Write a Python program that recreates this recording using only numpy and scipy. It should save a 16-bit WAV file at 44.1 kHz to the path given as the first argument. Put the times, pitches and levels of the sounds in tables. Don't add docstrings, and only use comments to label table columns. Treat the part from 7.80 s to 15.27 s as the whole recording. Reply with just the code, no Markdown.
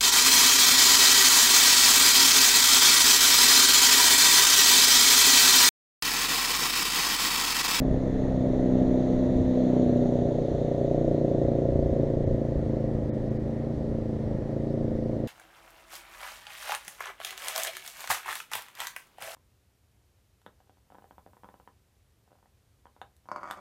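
import sys
import numpy as np
from scipy import signal
from scipy.fft import rfft, irfft
from scipy.io import wavfile
from scipy.ndimage import uniform_filter1d, map_coordinates

SR = 44100
rng = np.random.default_rng(int(sys.argv[2]) if len(sys.argv) > 2 else 0)


def materialize(psi):
    bounded = np.clip(np.atleast_2d(psi).T, -1, 1)
    quanta = np.round(bounded * 32767).astype(np.int16)
    wavfile.write(sys.argv[1], SR, quanta)


def invert_db(level):
    return 10 ** (np.asarray(level, dtype=float) / 20)


N = 329559
STEP = 256

# time_s, pitch_hz
SHAFT_SPEED = [(0.0, 32.33), (0.43, 32.29), (0.72, 31.77), (1.27, 31.67), (1.64, 31.86), (2.14, 30.67),
               (3.0, 30.28), (3.44, 29.67), (4.75, 28.38), (5.38, 27.18), (5.94, 28.88), (6.46, 27.1),
               (6.92, 28.78), (7.16, 27.86), (7.47, 28.27)]
# time_s, level_db
EXHAUST_STRENGTH = [(0, -4), (.2, -7.5), (1.08, 0), (1.75, -2.5), (2.05, 1.5), (2.6, -1.5), (3.2, 3),
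                    (4, 1.5), (4.7, -2.5), (5.4, -6), (5.8, -7.5), (6.1, -5.5), (6.5, -9), (7, -3.5),
                    (7.47, -5)]
# time_s, bearing (0 coming, 1 nearest, 2 abeam, 3 and over leaving)
BOAT_BEARING = [(0, 0.83), (.7, 0.5), (1.8, 0.1), (1.96, 1.33), (2.4, 1.65), (2.8, 2), (4.5, 2), (5.1, 4),
                (7.47, 3)]
# multiple of the shaft pitch, level_db
COMING_COLOUR = [(1, -28), (2, -21.5), (3, -18.5), (4, -9), (5, -19), (6, -8.5), (7, -17.5), (8, -2),
                 (9, -13.5), (10, -12.5), (11, -8), (12, -19.5), (13, -22.5), (14, -18.5), (15, -22.5),
                 (16, -10), (17, -28), (18, -20), (19, -12), (20, -16.5), (21, -28.5), (22, -22),
                 (23, -35.5), (24, -46.5), (25, -45.5), (26, -45)]
NEAREST_COLOUR = [(1, -38.5), (2, -27.5), (3, -34), (4, -6.5), (5, -7), (6, -6.5), (7, -21.5), (8, 0),
                  (9, -8), (10, -8), (11, -10), (12, -16.5), (13, -9.5), (14, -14), (15, -15.5),
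                  (16, -18.5), (17, -20.5), (18, -12.5), (19, -11), (20, -28), (21, -24.5), (22, -19),
                  (23, -26.5), (24, -32.5), (25, -34), (26, -47)]
ABEAM_COLOUR = [(1, -23.5), (2, -23), (3, -12.5), (4, -2), (5, -0.5), (6, -13.5), (7, -11.5), (8, -3),
                (9, -9), (10, -3.5), (11, -2), (12, -10), (13, 0), (14, -8.5), (15, -16.5), (16, -7),
                (17, -7), (18, -1.5), (19, -1), (20, -9), (21, -10.5), (22, -8), (23, -11), (24, -16),
                (25, -26), (26, -35)]
LEAVING_COLOUR = [(1, -29), (2, -17.5), (3, -27), (4, -0.5), (5, 0), (6, -9.5), (7, -13.5), (8, 0),
                  (9, -16.5), (10, -4.5), (11, -2.5), (12, -18), (13, -6), (14, -6.5), (15, -14.5),
                  (16, -22.5), (17, -20), (18, -6.5), (19, -6.5), (20, -14), (21, -15), (22, -15.5),
                  (23, -15), (24, -20), (25, -23), (26, -37.5)]
# bearing, level_db
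HULL_THUD = [(0, -34.5), (1, -33), (2, -36), (3, -35)]
# bearing, level_db, share of the exhaust strength followed
HULL_DRONE = [(0, -25, 0.81), (1.5, -26, 0.83), (2, -37, 0.65), (3, -34, .3)]
# pitch_hz, level_db
ROAR_SPECTRUM = [(60, -29.5), (110, -7.5), (170, -2), (260, -3), (320, -3.5), (560, -3), (660, -7),
                 (730, -12.5), (800, -20), (1000, -26.5), (1400, -64)]
WASH_SPECTRUM = [(460, -31), (780, -2.5), (1010, -10.5), (1440, -15.5), (1540, -18), (1870, -11.5),
                 (2250, -20.5), (2800, -31.5), (3640, -58.5), (6160, -120)]
FIZZ_SPECTRUM = [(1410, -39.5), (2400, -22), (2540, -5), (2980, -5.5), (3540, 3.5), (4290, -1),
                 (4880, -18.5), (5360, -18), (5800, -5), (6770, -3), (7950, -24.5), (9220, -19.5),
                 (10500, -31), (13600, -59.5), (22000, -120)]
# pitch_hz, level_db
BUFFET_SPECTRUM = [(8, -24.5), (16, -1.5), (35, -1.5), (50, -8.5), (80, -40.5)]
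FLUTTER_SPECTRUM = [(30, -31), (48, -0.5), (90, -1.5), (125, -7), (180, -10), (260, -16), (400, -41)]
# centre_s, half_length_s, buffet_rise_db, flutter_rise_db
WIND_GUSTS = [(0.116, 0.17, 11.5, 11), (.45, 0.17, 9.5, 1.5), (1.0, 0.46, 8, 5.5), (1.578, .13, 6, 13.5),
              (2.45, .2, 4, 4), (3.25, 0.28, 6, 1.5), (3.948, 0.35, 9, 8.5), (4.35, 0.2, 6, 5.5),
              (4.75, 0.32, 7, 8), (5.2, .2, -1, 4), (6.1, .15, -1, 3), (6.6, 0.065, 2, 4),
              (7.05, 0.15, 2, 3)]
# pitch_hz, level_db per Hz
HISS_SPECTRUM = [(1410, -26), (2400, -9.5), (2950, -4.5), (4230, -5.5), (5200, -9), (5830, -9), (6800, -13),
                 (13200, -25), (15000, -29)]
# centre_s, length_s, threshold_db over usual near 4 kHz
TREBLE_DIPS = [
    (4.455, .014, -1.5),
    (5.318, .031, 1.5),
    (5.5, .012, -3),
    (5.585, .016, -1),
]


def unit(x):
    return x / np.sqrt(np.mean(x ** 2) + 1e-20)


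def curves(rows, t):
    s, *cols = np.transpose(rows)
    return [np.interp(t, s, c) for c in cols]


def wobble(rate_hz, size=N, step=1):
    at = np.arange(size) * step * rate_hz / SR
    return map_coordinates(rng.standard_normal(int(at[-1]) + 4), [at])


def rush(spectrum, patchy_db):
    z = signal.stft(rng.standard_normal(N + 8192), nperseg=512)[2]
    field = uniform_filter1d(rng.standard_normal(z.shape), size=6, axis=0)
    field = uniform_filter1d(field, size=12, axis=1)
    white = signal.istft(z * invert_db(patchy_db * unit(field)), nperseg=512)[1]
    f, db = np.transpose(spectrum)
    hz = np.fft.rfftfreq(len(white), 1 / SR)
    colour_db = np.interp(np.log(hz + 1), np.log(f), db, -120, -120)
    return unit(irfft(rfft(white) * invert_db(colour_db), len(white))[:N])


def spreading_db(lag_s=0):
    nearest_s, distance_m, speed_m_s = 1.5, 39.6, 12.3
    along_m = speed_m_s * (np.arange(N) / SR - nearest_s - lag_s)
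    return -10 * np.log10(1 + (along_m / distance_m) ** 2)


def turns(first=.364):
    return np.cumsum(curves(SHAFT_SPEED, np.arange(N) / SR)[0]) / SR + first


def timing(order, bearing):
    def after(part):
        return np.exp(-2j * np.pi * order * part)

    second = .36 + .49 * np.clip(1 - bearing, 0, 1)
    train = 1 + .48 * after(.094) + .4 * after(.215) + second * after(.475)
    return -1j * after(.016) * train / abs(train)


def exhaust(angle, drift_db=.9, wander=.016, scatter_db=.9, jitter=.002):
    t = np.arange(N // STEP + 2) * STEP / SR
    strength_db = curves(EXHAUST_STRENGTH, t)[0]
    bearing = np.clip(curves(BOAT_BEARING, t)[0], 0, 3)
    thud_db = curves(HULL_THUD, bearing)[0] + 0.4 * strength_db
    hull_db, follows = curves(HULL_DRONE, bearing)
    drone_db = hull_db + follows * strength_db
    bark_db = -29 + strength_db

    order = np.transpose(COMING_COLOUR)[0]
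    colours = np.array([COMING_COLOUR, NEAREST_COLOUR, ABEAM_COLOUR, LEAVING_COLOUR])[..., 1]
    colour = map_coordinates(colours, np.meshgrid(bearing, order - 1, indexing="ij"), order=1)
    bark = 10 * np.log10(np.sum(invert_db(2 * colour[:, 9:]), axis=1))
    lift = np.where(order < 8, (thud_db - colour[:, 3])[:, None], (bark_db - bark)[:, None])
    lift[:, 7] = drone_db - colour[:, 7]

    fading = np.array([wobble(2.97, size=len(t), step=STEP) for _ in order]).T
    slip = wobble(5, size=len(t), step=STEP)[:, None]
    phase = timing(order, bearing[:, None]) * np.exp(1j * wander * order * slip)
    shape = invert_db(colour + lift + drift_db * fading) * phase

    luck = rng.standard_normal((int(angle[-1]) + 3, 2))
    size_db, late = (map_coordinates(c, [angle + 0.15], order=1) for c in luck.T)
    spin = 2j * np.pi * (angle + jitter * late)
    now = np.arange(N) / SR
    wave = np.zeros(N)
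    for k, row in zip(order, shape.T):
        wave += (np.interp(now, t, row) * np.exp(k * spin)).real
    return np.sqrt(2) * invert_db(scatter_db * size_db) * wave


def roar():
    level_db = -32 + 1.13 * spreading_db()
    return invert_db(level_db + 0.77 * wobble(1.8)) * rush(ROAR_SPECTRUM, patchy_db=1.26)


def wake():
    bow_past_s, bow_turn_s = 2.08, 0.43
    bow = (1 - np.tanh((np.arange(N) / SR - bow_past_s) / bow_turn_s)) / 2
    surge = wobble(5)
    wash_db = -53 + .3 * spreading_db() + 3.5 * bow + 0.35 * surge
    fizz_db = -59 + 4.76 * spreading_db(lag_s=.2) + .4 * surge
    wash = invert_db(wash_db) * rush(WASH_SPECTRUM, patchy_db=0.8)
    return wash + invert_db(fizz_db) * rush(FIZZ_SPECTRUM, patchy_db=1.05)


def wind():
    calm_buffet_db, calm_flutter_db = -44, -40
    s, half, *rises = np.transpose(WIND_GUSTS)
    swells = np.exp(-((np.arange(N) / SR - s[:, None]) / half[:, None]) ** 2)
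    buffet_db, flutter_db = np.array(rises) @ swells
    lumps = wobble(9)
    buffet = unit(invert_db(.8 * lumps) * rush(BUFFET_SPECTRUM, patchy_db=-2.0))
    flutter = unit(invert_db(2.6 * lumps) * rush(FLUTTER_SPECTRUM, patchy_db=0.2))
    return invert_db(calm_buffet_db + buffet_db) * buffet + invert_db(calm_flutter_db + flutter_db) * flutter


def hiss():
    return invert_db(-66) * rush(HISS_SPECTRUM, patchy_db=0.9)


def thin_treble(x, edge_hz=13200, edge_db=3):
    hz, t, z = signal.stft(x, SR, nperseg=1024, noverlap=896)
    usual = np.median(abs(z), axis=1)[:, None]
    threshold_db = edge_db + 3 * wobble(18, size=len(t), step=128)
    least = usual * invert_db(threshold_db) * (hz > edge_hz)[:, None]
    for s, length, keep_db in TREBLE_DIPS:
        dip = usual[np.searchsorted(hz, 4000)] * invert_db(keep_db) * (abs(t - s) < length / 2)
        least = np.maximum(least, dip * (hz > 2300)[:, None])
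    return signal.istft(z * (abs(z) > least), SR, nperseg=1024, noverlap=896)[1][:N]


def scene():
    return (exhaust(turns()) + roar() + wake() + wind())[None]


def low_pass(x):
    return signal.sosfilt(signal.butter(12, 15110, fs=SR, output="sos"), x)


def record(dry):
    fade = np.minimum(1, np.minimum(np.arange(N), N - np.arange(N)) / 128)
    heard = thin_treble(dry[0] + hiss())
    return low_pass(fade * heard[None])


dry = scene()
out = record(dry)
materialize(out)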